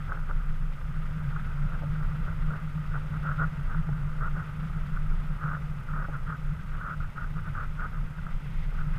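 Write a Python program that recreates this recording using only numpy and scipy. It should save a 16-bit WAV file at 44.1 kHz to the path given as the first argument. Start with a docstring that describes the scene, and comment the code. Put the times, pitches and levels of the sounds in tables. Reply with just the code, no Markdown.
"""A skier glides down packed snow, holding a small sealed camera on a pole.
From the start: wind rumble and ski hiss (shaped noise), light air in the case's hollow (resonated
noise), the pole's low throb and 150 Hz hum (wavering sines), amplifier hiss, and readout interference
gated each frame. From 0.04 s hum and throb swell at irregular moments; from 0.09 s air puffs ring the
hollow and thump the walls, and clamp knocks ring both (impulses). From 0.78 s rumble, throb and hum dip at times."""
import sys
import numpy as np
from scipy import signal
from scipy.fft import rfft, irfft
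from scipy.io import wavfile
from scipy.ndimage import uniform_filter1d

SR = 44100
rng = np.random.default_rng(int(sys.argv[2]) if len(sys.argv) > 2 else 0)


def invert_db(level):
    """Linear amplitude ratio for a level in decibels (20 dB per decade), elementwise."""
    return 10 ** (np.asarray(level, dtype=float) / 20)


def transcribe(u):
    """Save the signal u as a 16-bit wav file named by the first command-line argument.

    u: samples, shape (n,) or (channels, n), limited to [-1, 1]; the rate is SR.
    q: integer samples, one column per channel.
    """
    v = np.clip(np.atleast_2d(u).T, -1, 1)
    q = np.round(v * 32767).astype(np.int16)
    wavfile.write(sys.argv[1], SR, q)


N = 396018
T = np.arange(N) / SR

# Slow speed changes: t/s, wind rumble level/dB, ski hiss level/dB, light air in the hollow level/dB
GLIDE = [(0.0, -36, -54.5, -51), (0.12, -37.5, -58, -50), (0.7, -36.5, -58, -53), (1.3, -34.5, -56, -48.5),
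         (2.5, -33, -55.5, -49.5), (2.75, -36.5, -56.5, -50.5), (3.2, -34, -55, -51),
         (4.1, -35, -58, -49.5), (4.5, -35, -56, -50), (5.2, -34.5, -56.5, -50), (5.9, -36, -58, -53),
         (6.65, -37, -57.5, -52), (7.1, -37, -57.5, -55.5), (7.75, -37, -56.5, -53),
         (8.1, -36.5, -58.5, -53.5), (8.6, -36.5, -54, -58), (8.85, -36, -56.5, -50.5),
         (8.98, -34, -53, -49.5)]
# Wind rumble spectrum on the case: f/Hz, relative density level/dB per Hz
RUMBLE_SPECTRUM = [(3, -17), (8, 2.5), (18, 2.5), (36, -0.5), (44, -3.5), (55, -2), (74, -2.5), (84, -9),
                   (97, -2), (112, -9), (135, -3.5), (175, -8), (215, -20), (300, -33), (500, -65.5)]
# Ski hiss spectrum through the case: f/Hz, relative density level/dB per Hz
SLIDE_SPECTRUM = [(500, -17.5), (1000, -4), (1700, -3.5), (2000, 3), (2300, -3.5), (2600, -3), (3000, -7.5),
                  (3500, -10), (4200, -18.5), (5000, -18.5), (6000, -29.5), (9000, -36)]
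# Microphone amplifier hiss spectrum: f/Hz, relative density level/dB per Hz
HISS_SPECTRUM = [(2000, 2), (4500, -0.5), (5900, 1.5), (7200, 0), (8600, 1), (9500, -2.5), (11000, -2),
                 (12300, -2.5), (14200, -7), (14700, -4), (16000, -13)]
HISS_DB = -70
# Interference bands during frame readout: f/Hz, width per resonator pass/Hz, level while on/dB
READOUT_BANDS = [(5170, 330, -79.5), (6400, 360, -81.5), (10150, 380, -79.5), (13100, 300, -91),
                 (13700, 500, -79.5), (15300, 300, -81)]
FRAMES_PER_S, READ_FROM_FRAME, READ_SHARE_FRAME = 29.97, 0.71, 0.43

# Louder moments of the pole's 150 Hz hum: t/s, length/s, nominal level/dB (short ones peak lower)
HUM_SWELLS = [(0.04, 0.044, -37), (0.648, 0.034, -36), (1.133, 0.17, -34.5), (1.554, 0.12, -32),
              (1.832, 0.066, -34), (1.914, 0.11, -33.5), (2.06, 0.033, -37.5), (2.155, 0.042, -33),
              (2.277, 0.035, -34.5), (2.43, 0.066, -37), (2.55, 0.046, -33.5), (2.622, 0.052, -33),
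              (2.738, 0.091, -32), (2.933, 0.04, -35.5), (3.038, 0.042, -34), (3.134, 0.21, -33.5),
              (3.37, 0.11, -32), (3.744, 0.069, -32), (3.875, 0.076, -28.5), (3.985, 0.11, -34.5),
              (4.306, 0.05, -34.5), (4.364, 0.057, -34.5), (4.587, 0.13, -33.5), (4.907, 0.038, -36.5),
              (5.072, 0.033, -35.5), (5.12, 0.036, -34.5), (5.23, 0.027, -38), (5.29, 0.051, -33.5),
              (5.424, 0.048, -32), (5.507, 0.068, -38), (5.705, 0.082, -38), (5.925, 0.096, -35.5),
              (6.305, 0.046, -36), (6.49, 0.042, -32.5), (8.587, 0.03, -35), (8.855, 0.032, -34)]
# Louder moments of the pole's low throb: t/s, length/s, nominal level/dB (short ones peak lower)
THROB_SWELLS = [(0.059, 0.68, -29), (0.774, 0.09, -28.5), (0.947, 0.059, -27), (1.044, 0.059, -27.5),
                (1.306, 0.48, -28.5), (1.883, 0.08, -30), (2.021, 0.096, -29.5), (2.201, 0.33, -31.5),
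                (2.862, 0.24, -32.5), (3.297, 0.042, -29), (3.38, 0.14, -34), (3.62, 0.32, -30.5),
                (3.986, 0.38, -31), (4.744, 0.086, -31.5), (4.919, 0.31, -27), (5.28, 0.074, -27.5),
                (5.88, 0.21, -32), (6.18, 0.12, -32), (6.43, 0.086, -31), (6.674, 0.087, -28.5),
                (6.984, 0.08, -32.5), (7.238, 0.072, -28), (7.467, 0.11, -32), (7.645, 0.066, -30),
                (7.854, 0.22, -31.5), (8.32, 0.071, -26.5), (8.55, 0.4, -28)]
THROB_HZ, HUM_HZ = 25.47, 149.9  # first and second bending modes
THROB_RISE_S, THROB_FALL_S, HUM_RISE_S, HUM_FALL_S = 0.046, 0.036, 0.027, 0.017
REST_THROB_DB = -41.5  # low throb between louder moments
REST_HUM_RE_RUMBLE_DB = -5.5  # 150 Hz hum between louder moments

# Air puffs into the hollow: t/s, length/s, nominal level/dB, wall thump level re puff/dB
PUFFS = [(0.088, 0.06, -43, -6.5), (0.154, 0.022, -47, -5), (0.287, 0.029, -43.5, -4.5),
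         (1.36, 0.029, -47, -9), (1.692, 0.073, -48, -7), (2.017, 0.036, -46, -16),
         (2.273, 0.026, -42.5, -14), (2.497, 0.073, -44.5, -8), (2.933, 0.041, -39.5, -10),
         (3.128, 0.047, -44.5, -8), (3.247, 0.088, -36, -16), (3.393, 0.053, -30, -13),
         (3.694, 0.079, -42, -11), (4.212, 0.07, -37, -12.5), (4.356, 0.071, -41.5, -11),
         (4.947, 0.028, -47, -15), (5.418, 0.15, -37.5, -15), (5.881, 0.089, -44, -13),
         (5.941, 0.12, -40, -13), (6.129, 0.041, -40, -11), (6.276, 0.075, -39, -13.5),
         (6.738, 0.044, -45.5, -14), (6.797, 0.056, -40.5, -16), (6.852, 0.09, -37, -17),
         (7.008, 0.047, -44.5, -22), (7.167, 0.089, -41.5, -16), (7.365, 0.033, -43, -13),
         (7.452, 0.043, -43, -13), (7.556, 0.09, -39, -15.5), (7.792, 0.075, -37, -14),
         (7.926, 0.061, -47, -15), (8.157, .05, -49.5, -21), (8.262, 0.069, -49.5, -15),
         (8.779, 0.05, -43.5, -11.5)]
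# Hollow resonances: f/Hz, width per pass/Hz, relative level in light air/dB, in a strong puff/dB
HOLLOW_MODES = [(1256, 256, 2, 0), (1433, 168, 1, 4), (1520, 220, -0.5, -3), (1907, 200, -17, -18)]
# Wall thump spectrum of a puff: f/Hz, relative density level/dB per Hz
THUMP_SPECTRUM = [(120, -37), (240, 10.5), (310, 2.5), (520, 7), (650, 4.5), (750, 2), (900, 6.5),
                  (1050, 3.5), (1300, -28), (2500, -67)]
PUFF_RISE_S, PUFF_FALL_S = 0.018, 0.018
REST_THUMP_RE_RUMBLE_DB = -21  # walls between puffs

# Clamp knocks: t/s, first-contact wall peak level/dB, hollow level re walls (brightness)/dB
KNOCKS = [(0.095, -44, 8), (0.119, -37, 12.5), (0.172, -40.5, 6.5), (0.309, -44.5, 16), (1.361, -46, 12.5),
          (1.82, -38, -9), (1.83, -33, -8), (2.03, -47, 13), (2.279, -40, 0), (2.503, -45, 8),
          (2.535, -37.5, 8.5), (2.954, -39, 10), (3.247, -42.5, 0), (3.289, -47, 20), (3.888, -35.5, -4),
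          (4.224, -44, 12), (4.364, -40, 7), (4.97, -50, 18.5), (5.431, -45, 15), (5.566, -42, 9),
          (6.083, -34, -15), (6.093, -38, -6), (6.813, -57, 10), (6.852, -55, 9), (7.001, -50, 12),
          (7.179, -47, 17.5), (7.55, -50, 18.5), (7.584, -49.5, 20), (8.265, -50, 16.5), (8.723, -44, 1)]
# Clamp and case wall resonances: f/Hz, width per pass/Hz, relative level/dB
WALL_MODES = [(273, 87, -1.5), (430, 150, -4), (558, 62, 3), (658, 91, -2.5), (845, 86, 1)]

# Brief dips of rumble, throb and hum: t/s, gain at the centre level/dB
LULLS = [(.775, -9), (2.61, -5), (4.47, -5), (5.39, -6), (5.68, -7), (6.42, -7), (7.135, -9), (7.74, -1),
         (8.15, -12), (8.42, -6.5), (8.72, -8)]
LULL_HALF_WIDTH_S = 0.018  # to 1/e of the dB depth

EDGE_HZ = 15330


def evened(x):
    """Scales to rms 1."""
    return x / np.sqrt(np.mean(x ** 2) + 1e-20)


def follow(rows):
    """Interpolates each table column over all samples."""
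    time_s, *columns = np.transpose(rows)
    return [np.interp(T, time_s, column) for column in columns]


def coloured(spectrum):
    """Gaussian noise of rms 1 with a given spectrum, interpolated over log frequency."""
    f_hz, level_db = np.transpose(spectrum)
    hz = np.fft.rfftfreq(N, 1 / SR)
    gain = invert_db(np.interp(np.log(hz + 1), np.log(f_hz + 1), level_db))
    return evened(irfft(rfft(rng.standard_normal(N)) * gain, N))


def wander(rate_hz):
    """Smooth random curve of rms 1; gaussian roll-off at rate_hz, slowest drift reduced."""
    hz = np.fft.rfftfreq(N, 1 / SR)
    gain = hz / (hz + 2) * np.exp(-(hz / rate_hz) ** 2)
    return evened(irfft(rfft(rng.standard_normal(N)) * gain, N))


def swells(rows, rise_s, fall_s, rest_db):
    """Level/dB of smooth rise-hold-fall moments, added in power to a resting level."""
    power = invert_db(rest_db) ** 2 * np.ones(N)
    for start_s, length_s, level_db in rows:
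        before_hold = (start_s + rise_s - T) / rise_s
        after_hold = (T - start_s - length_s + fall_s) / fall_s
        outside = np.maximum(before_hold, after_hold)
        power += invert_db(level_db) ** 2 * np.exp(-np.maximum(outside, 0) ** 2)
    return 10 * np.log10(power)


def resonate_twice(x, f_hz, width_hz):
    """Two equal one-pole resonators in series: steep skirts, peak gain about 1."""
    radius = np.exp(-np.pi * width_hz / SR)
    turn = np.exp(2j * np.pi * f_hz / SR)
    for _ in range(2):
        x = 2 * signal.lfilter([1 - radius], [1, -radius * turn], x).real
    return x


def wind(rumble_db):
    """Wind on the case: low noise, lumpy in level."""
    return invert_db(rumble_db + 0.85 * wander(15.0)) * coloured(RUMBLE_SPECTRUM)


def skis(slide_db):
    """Skis sliding on snow: smooth hiss with a slight level waver."""
    return invert_db(slide_db + 1.21 * wander(33.0)) * coloured(SLIDE_SPECTRUM)


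def electronics():
    """Steady amplifier hiss plus narrow interference bands gated once a frame."""
    frame_phase = (T * FRAMES_PER_S - READ_FROM_FRAME) % 1
    reading = uniform_filter1d((frame_phase < READ_SHARE_FRAME) * 1., size=40)
    white = rng.standard_normal(N)
    bands = sum(invert_db(level_db) * evened(resonate_twice(white, f_hz, width_hz))
                for f_hz, width_hz, level_db in READOUT_BANDS)
    return invert_db(HISS_DB) * coloured(HISS_SPECTRUM) + reading * bands


def bending_mode(f_hz, level_db, waver_hz, waver_db, rate_hz):
    """A bending mode: nearly a sine, pitch and strength wavering at random."""
    turns = np.cumsum(f_hz + waver_hz * wander(rate_hz)) / SR
    level = invert_db(level_db + waver_db * wander(rate_hz))
    return np.sqrt(2) * level * np.sin(2 * np.pi * (turns + rng.random()))


def pole(rumble_db):
    """Pole held at one end: first bending mode as a low throb, second as a hum."""
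    rest_throb_db = REST_THROB_DB + 3.9 * wander(8.5)
    rest_hum_db = rumble_db + REST_HUM_RE_RUMBLE_DB + 3.08 * wander(10.8)
    throb_db = swells(THROB_SWELLS, THROB_RISE_S, THROB_FALL_S, rest_throb_db)
    hum_db = swells(HUM_SWELLS, HUM_RISE_S, HUM_FALL_S, rest_hum_db)
    throb = bending_mode(THROB_HZ, throb_db, waver_hz=3.02, waver_db=2.26, rate_hz=11.7)
    hum = bending_mode(HUM_HZ, hum_db, waver_hz=7.16, waver_db=1.92, rate_hz=28.0)
    return throb + hum


def hollow(x, strength):
    """Air space in the case: resonances of alternating sign; strength 0..1 shifts their balance."""
    rings = 0
    for k, (f_hz, width_hz, light_db, strong_db) in enumerate(HOLLOW_MODES):
        level_db = light_db + strength * (strong_db - light_db)
        rings = rings + (-1) ** k * invert_db(level_db) * resonate_twice(x, f_hz, width_hz)
    return signal.sosfilt(signal.butter(4, 2600, fs=SR, output="sos"), rings)


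def puffs(light_db, rumble_db):
    """Turbulent air flutters fast and rings the hollow; the case walls thump along."""
    start_s, length_s, level_db, walls_db = np.transpose(PUFFS)
    rest_puff_db = light_db + 1.27 * wander(13.0)
    rest_thump_db = rumble_db + REST_THUMP_RE_RUMBLE_DB
    puff_db = swells(zip(start_s, length_s, level_db), PUFF_RISE_S, PUFF_FALL_S, rest_puff_db)
    thump_db = swells(zip(start_s, length_s, level_db + walls_db), PUFF_RISE_S, PUFF_FALL_S, rest_thump_db)
    strength = np.clip((puff_db + 48.5) / 16, 0, 1)
    flutter = invert_db((2.0 - 0.65 * strength) * wander(100.0))
    ring = hollow(flutter * rng.standard_normal(N), strength)
    ring /= np.sqrt(uniform_filter1d(ring ** 2, size=1800) + 1e-20)  # puff_db alone sets the slow level
    thump = np.sqrt(flutter) * coloured(THUMP_SPECTRUM)
    return invert_db(puff_db) * ring + invert_db(thump_db) * thump


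def walls(x):
    """Clamp and case walls: resonances of alternating sign."""
    return sum((-1) ** k * invert_db(level_db) * resonate_twice(x, f_hz, width_hz)
               for k, (f_hz, width_hz, level_db) in enumerate(WALL_MODES))


def knocks():
    """Clamp knocks: two-contact blows ring the walls and, by brightness, the hollow."""
    dull, bright = np.zeros(N), np.zeros(N)
    second_contact = rng.uniform(-1.0, 1, (len(KNOCKS), 2))
    for (start_s, level_db, bright_db), (late, size) in zip(KNOCKS, second_contact):
        delay_s = 0.001976 + 0.00095 * late
        at = [round(start_s * SR), round((start_s + delay_s) * SR)]
        dull[at] = invert_db(level_db) * np.array([1, 0.87 * size])
        bright[at] = invert_db(bright_db) * dull[at]
    one = signal.unit_impulse(4000)
    wall_ring = walls(dull) / abs(walls(one)).max()
    hollow_ring = hollow(bright, 0.88) / abs(hollow(one, 0.87)).max()
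    return wall_ring + hollow_ring


def lulls():
    """Gain that dips briefly, gaussian in dB."""
    return invert_db(sum(depth_db * np.exp(-((T - centre_s) / LULL_HALF_WIDTH_S) ** 2)
                   for centre_s, depth_db in LULLS))


def scene():
    """Sums all sources at the single microphone; lulls act on pole and wind only."""
    rumble_db, slide_db, light_db = follow(GLIDE)
    shaking = lulls() * (wind(rumble_db) + pole(rumble_db))
    mix = shaking + skis(slide_db) + electronics() + puffs(light_db, rumble_db) + knocks()
    return mix[None]


def roll_off(x):
    """The treble ends steeply here."""
    return signal.sosfilt(signal.butter(12, 15490, fs=SR, output="sos"), x)


def record(dry):
    """Band-limits the mix with a steep linear-phase low-pass."""
    low_pass = signal.firwin(511, EDGE_HZ, window=("kaiser", 9), fs=SR)
    limited = signal.oaconvolve(dry, low_pass[None], "same")
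    return roll_off(limited)


dry = scene()
out = record(dry)
transcribe(out)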